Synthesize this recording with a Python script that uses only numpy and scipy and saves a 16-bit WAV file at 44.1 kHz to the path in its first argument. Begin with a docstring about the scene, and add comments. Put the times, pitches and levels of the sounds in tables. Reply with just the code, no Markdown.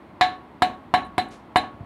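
"""In a small plastered room, a small child slaps a steel bowl on its lap five times.
Each blow is a hollow knock and a short clang of damped sines, a crowd of weak overtones,
and a wash of band-filtered noise that the walls prolong. Filtered noise makes the fingers tick and slide,
short sines rattle the rim and bump the bowl on the knees near the end, over steady dull room noise."""
import sys
import numpy as np
from scipy import signal
from scipy.io import wavfile

SR = 44100
rng = np.random.default_rng(int(sys.argv[2]) if len(sys.argv) > 2 else 0)


def dump_mix(stems):
    """Bounce the given channels to the path in sys.argv[1] as a 16-bit WAV at rate SR."""
    frames = np.atleast_2d(stems).T  # one column per channel
    limited = np.clip(frames, -1, 1)  # hard clip at full scale
    pcm = np.round(limited * 32767).astype(np.int16)
    wavfile.write(sys.argv[1], SR, pcm)


N = 81585
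TIME = np.arange(N) / SR   # seconds
BAND_HZ = 1000 * 2 ** (np.arange(-16, 13) / 3)   # third-octave centres

# The five slaps, each with its own force, tone balance and damping by the grip.
# Each row: start in seconds, overall level in dB, then trims in dB for thud, low clang, rim tone, overtones,
# bright ring, clatter and top sizzle, then length factors [ratio] for the low clang and the overtones.
BLOWS = [(0.2105, -3, -3, -3.5, 3.5, 3.5, 4, 5.5, -1, 2.09, 1.26),
         (0.6209, -3, 0.5, -3, -0.5, -0.5, 2.5, 1.5, 3, 1.5, 0.85),
         (0.9391, -2, 0, -1.5, 3, 0, -4.5, -1.5, -2, 0.94, 1.01),
         (1.1804, -8.5, 10, 0, -0.5, 1, 2.5, 1, 5, 1.04, 0.94),
         (1.5588, -2, 2.5, -0.5, 2, -0.5, -1.5, -1.5, -1, 0.86, 1.09)]
# Pitches of the bowl's modes. Each entry: frequency in Hz.
MODE_HZ = [736, 744, 1005, 1109, 1311, 1460, 1631, 1714, 1742, 1885, 2061, 2188, 2948, 3661, 3867, 3927,
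           4056, 4369]


def clang():
    """Each blow knocks the bowl and sets its modes ringing; the grip shortens or frees the ring."""
    # The bowl's modes, in the order of MODE_HZ.
    # Each row: level in dB before the blow's trims, t60 in seconds before its length factor,
    # swell time constant in seconds.
    modes = [(0.5, 0.12, 0.0069), (-24.5, .27, 0.051), (-19, 0.1, 0.00076), (-26, 0.55, 0.003),
             (-37.5, 0.27, 0.0024), (-38, .22, 0.006), (-23.5, 0.19, 0.00067), (-17.5, 0.078, 0.0019),
             (-24, 0.21, 0.0015), (-60, 0.065, 0.0029), (-31.5, 0.14, 0.0016), (-24.5, 0.14, 0.0011),
             (-35, 0.24, 0.001), (-21.5, 0.13, .006), (-37, 0.062, 0.011), (-22.5, 0.15, 0.0056),
             (-24, 0.15, 0.023), (-33, 0.13, 0.0068)]
    low_clang_below_hz, rim_below_hz = 880, 1200
    # dead resonances of the contact: Hz, dB before the blow's level, t60 in seconds
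    thud, knock = (356, -11.5, 0.014), (936, -3, 0.016)
    out = np.zeros(N)
    for blow in BLOWS:
        s, db, thud_db, low_db, rim_db, *_, low_length, length = blow
        contact = from_db(thud_db) * ring(s, *thud) + ring(s, *knock)
        out += from_db(db) * contact
        for k, (hz, (mode_db, t60, swell_s)) in enumerate(zip(MODE_HZ, modes)):
            if hz < low_clang_below_hz:
                out += ring(s, hz, db + mode_db + low_db, t60 * low_length, swell_s)
            elif hz < rim_below_hz:
                out += ring(s, hz, db + mode_db + rim_db, t60, swell_s)
            else:
                polarity = (-1) ** k   # upper neighbours start in opposite directions
                out += polarity * ring(s, hz, mode_db + colour_db(blow, hz), t60 * length, swell_s)
    return out


def overtones():
    """Many weak modes of the thin steel: the same pitches at every blow, in a new mix each time."""
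    # The crowd's colour and damping.
    # Each row: frequency in Hz, level of each tone in dB before mix and blow colour,
    # t60 in seconds before the blow's length factor.
    crowd = [(1290, -49.5, 0.21), (1860, -34.5, 0.14), (2680, -47, 0.26), (3020, -36.5, 0.17),
             (3320, -45, 0.16), (4030, -35, 0.2), (4660, -51, 0.12), (5300, -49.5, 0.16), (6200, -65, 0.11),
             (7400, -44.5, 0.11), (8000, -55, 0.14), (9400, -60.5, 0.21), (11000, -59, 0.16),
             (12300, -72, 0.1), (15500, -72, .09)]
    count, swell_s = 280, 0.0005   # swell is a time constant
    # one pitch at random in each slot, so the crowd is spread without a pattern
    places = (np.arange(count) + rng.random(count)) / count
    hz = np.interp(places, [0, 0.5, 1], [1200, 5000, 15500])
    mixes = np.clip(rng.standard_normal((len(BLOWS), count)), -2, 2)
    age = TIME[:SR // 4]
    cycles = np.outer(hz, age) + rng.random((count, 1))
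    tones = np.sin(2 * np.pi * cycles) * (1 - np.exp(-age / swell_s))
    loss = np.log(1000) * np.outer(1 / at_hz(crowd, hz, axis=2), age)
    out = np.zeros(N + len(age))
    for blow, mix in zip(BLOWS, mixes):
        first = int(blow[0] * SR)
        gains = mix * from_db(at_hz(crowd, hz) + colour_db(blow, hz))
        out[first:first + len(age)] += gains @ (tones * np.exp(-loss / blow[-1]))
    return out[:N]


def wash():
    """The slap of the palm: a quick splash, then a diffuse tail that dies band by band."""
    # Diffuse tail in the room.
    # Each row: frequency in Hz, level in dB per third octave before blow colour, t60 in seconds.
    tail_bands = [(57, -46, 0.86), (138, -48.5, 0.77), (272, -31.5, .5), (424, -37.5, 0.4),
                  (530, -44.5, 0.58), (790, -20.5, 0.25), (970, -45.5, 0.25), (1290, -41.5, 0.6),
                  (1990, -27.5, 0.21), (3150, -38, 0.3), (4070, -42, 0.21), (4960, -71, 0.66),
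                  (6300, -48.5, 0.25), (9800, -73.5, 0.54), (14900, -57, .15)]
    # First splash of the blow. Each row: frequency in Hz, level in dB per third octave before blow colour.
    splash_bands = [(100, -43), (390, -25), (550, -28), (1000, -16.5), (2500, -21), (4200, -28),
                    (6000, -43.5), (10500, -36), (13000, -47), (16000, -54)]
    tail_rise_s, splash_rise_s, splash_t60_s = 0.009, 0.00037, 0.042   # rises are time constants
    out = np.zeros(N)
    for hz, band in zip(BAND_HZ, noise_bands()):
        tail_gain, splash_gain = from_db(at_hz(tail_bands, hz)), from_db(at_hz(splash_bands, hz))
        tail_t60_s = at_hz(tail_bands, hz, axis=2)
        for blow in BLOWS:
            first = int(blow[0] * SR)
            age = TIME[:N - first]
            tail = tail_gain * np.exp(-np.log(1000) * age / tail_t60_s)
            tail = tail * (1 - np.exp(-age / tail_rise_s))
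            splash = splash_gain * np.exp(-np.log(1000) * age / splash_t60_s)
            splash = splash * (1 - np.exp(-age / splash_rise_s))
            envelope = np.hypot(tail, splash)   # the two add in power
            out[first:] += from_db(colour_db(blow, hz)) * envelope * band[first:]
    return out


def colour_db(blow, hz):
    """How strongly one blow drives each register of the bowl, in dB."""
    _, db, thud_db, _, _, over_db, bright_db, clatter_db, top_db, *_ = blow
    registers_hz = [300, 700, 1300, 3200, 3600, 4400, 5000, 6300, 8500]
    trims_db = [thud_db / 2, 0, over_db, over_db, bright_db, bright_db, clatter_db, clatter_db, top_db]
    return db + np.interp(hz, registers_hz, trims_db)


def rattles():
    """The rim rattles against the fingers: a light second touch wakes the bright modes again."""
    # Light touches. Each row: start in seconds, level in dB shared among the bright modes.
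    touches = [(0.95, -23.5), (1.031, -38.5), (1.192, -21.5), (1.575, -19), (1.655, -48)]
    above_hz, below_hz = 3900, 4200
    t60_s, swell_s = 0.082, 0.0037   # swell is a time constant
    bright = [hz for hz in MODE_HZ if above_hz < hz < below_hz]
    mixes = rng.standard_normal((len(touches), len(bright)))
    mixes = mixes / np.linalg.norm(mixes, axis=1, keepdims=True)
    out = np.zeros(N)
    for (s, db), mix in zip(touches, mixes):
        for hz, share in zip(bright, mix):
            out += share * ring(s, hz, db, t60_s, swell_s)
    return out


def fingers():
    """Fingertips tick as resonant noise that dies away; one brief slide off the rim is coloured noise."""
    # Light ticks on the steel. Each row: start in seconds, level in dB.
    taps = [(1.048, -62), (1.064, -67), (1.285, -59.5), (1.57, -36.5)]
    # Colour of the slide. Each row: frequency in Hz, level in dB per third octave.
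    slide_bands = [(1500, -60), (3500, -63), (5500, -62), (8000, -66.5), (10000, -67.5), (15000, -107)]
    tick_hz, tick_width_hz, tick_t60_s = 9200, 2600, 0.058
    slide_s, slide_rise_s, slide_hold_s, slide_t60_s = 1.304, 0.008, 0.039, 0.23   # hold includes the rise

    # a resonator run twice; its zeros thin the bass and the extreme top
    radius = np.exp(-np.pi * tick_width_hz / SR)
    b = [1, 0.009, -1.1]
    a = [1, -2 * radius * np.cos(2 * np.pi * tick_hz / SR), radius * radius]
    hiss = signal.lfilter(b, a, signal.lfilter(b, a, rng.standard_normal(N)))
    tapping = hiss / hiss.std() * sum(from_db(db) * dying(s, tick_t60_s) for s, db in taps)

    release_s = slide_s + slide_hold_s
    rise = np.clip((TIME - slide_s) / slide_rise_s, 0, 1)
    stroke = rise * np.where(TIME < release_s, 1, dying(release_s, slide_t60_s))
    rub = from_db(at_hz(slide_bands, BAND_HZ)) @ noise_bands()
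    return tapping + stroke * rub


def bumps():
    """The bowl settles on the knees: each soft thump is three short damped sines."""
    # Thumps on the knees. Each row: start in seconds, level in dB before the mode levels.
    thumps = [(1.742, -37), (1.8, -41.5), (1.8077, -28), (1.828, -38)]
    # Modes of a thump. Each row: frequency in Hz, level in dB relative to the thump, t60 in seconds.
    thump_modes = [(99.5, 8, 0.032), (348, -19, 0.056), (691, -13.5, 0.11)]
    return sum(ring(s, hz, db + mode_db, t60) for s, db in thumps for hz, mode_db, t60 in thump_modes)


def walls(x):
    """A few slightly dulled reflections from the walls join the direct sound."""
    # Reflections. Each row: delay in seconds, level in dB.
    echoes = [(.0113, -17), (.078, -22.5), (.11, -28)]
    dull_hz = 2950
    lowpass = signal.butter(1, dull_hz, fs=SR, output="sos")
    dull = signal.sosfilt(lowpass, x + 1e-18)   # an inaudible offset
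    return x + sum(from_db(db) * np.interp(TIME - delay, TIME, dull, left=0) for delay, db in echoes)


def room_air():
    """Steady, dull background: third-octave noises at fixed levels."""
    # Colour of the background. Each row: frequency in Hz, level in dB per third octave.
    air = [(25, -78), (45, -81), (66, -57.5), (85, -60.5), (125, -65), (190, -56.5), (300, -53.5),
           (500, -61.5), (720, -55.5), (1100, -56), (1400, -66), (2100, -64), (2600, -70), (3800, -72.5),
           (5500, -87), (10000, -85), (16000, -89)]
    return from_db(at_hz(air, BAND_HZ)) @ noise_bands()


def ring(s, hz, db, t60, swell_s=0):
    """One mode struck at s, a sine that dies exponentially; it may take a moment to swell."""
    out, first = np.zeros(N), int(s * SR)
    age = TIME[:min(N - first, int(2 * t60 * SR))]
    swell = 1 - np.exp(-age / max(swell_s, 1 / SR))
    decay = np.exp(-np.log(1000) * age / t60)
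    out[first:first + len(age)] = swell * decay * np.sin(2 * np.pi * hz * age)
    return from_db(db) * out


def dying(s, t60):
    """An envelope that starts at s and falls 60 dB in each t60."""
    age = TIME - s
    loss = np.log(1000) * np.maximum(age, 0) / t60
    return (age >= 0) * np.exp(-np.minimum(loss, 20))


def noise_bands():
    """Unrelated third-octave noises, each of rms 1."""
    half = 2 ** (1 / 6)   # band centre to edge, as a ratio
    bands = []
    for hz in BAND_HZ:
        narrow = signal.butter(2, [hz / half, hz * half], "band", fs=SR, output="sos")
        wide = signal.butter(2, [hz / half ** 2, hz * half ** 2], "band", fs=SR, output="sos")
        noise = rng.standard_normal(N + SR // 2)   # the extra half second lets the filters settle
        band = signal.sosfilt(wide, signal.sosfilt(narrow, noise))
        bands.append(band[-N:])
    bands = np.array(bands)
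    return bands / bands.std(axis=1, keepdims=True)


def at_hz(table, hz, axis=1):
    """Read a column of a table on a log-frequency axis."""
    table = np.array(table)
    return np.interp(np.log(hz), np.log(table[:, 0]), table[:, axis])


def from_db(db):
    """Decibels to gain."""
    return 10 ** (np.asarray(db) / 20)


def scene():
    """Bowl, hands and room in one channel; the wall echoes follow the clang and overtones."""
    bowl = walls(clang() + overtones())
    return (bowl + wash() + rattles() + fingers() + bumps() + room_air())[None]


def record(dry):
    """The deep bass is lost, the loudest peaks are rounded and the top is cut."""
    low_cut_hz, peak, cutoff_hz = 67, 0.76, 15800   # peak: ceiling of the rounding, full scale 1
    bass_cut = signal.butter(3, low_cut_hz, "high", fs=SR, output="sos")
    thin = signal.sosfilt(bass_cut, dry)
    rounded = thin / (1 + (thin / peak) ** 6) ** (1 / 6)
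    top_cut = signal.ellip(10, 0.2, 80, cutoff_hz, fs=SR, output="sos")
    return signal.sosfilt(top_cut, rounded)


dry = scene()
out = record(dry)
dump_mix(out)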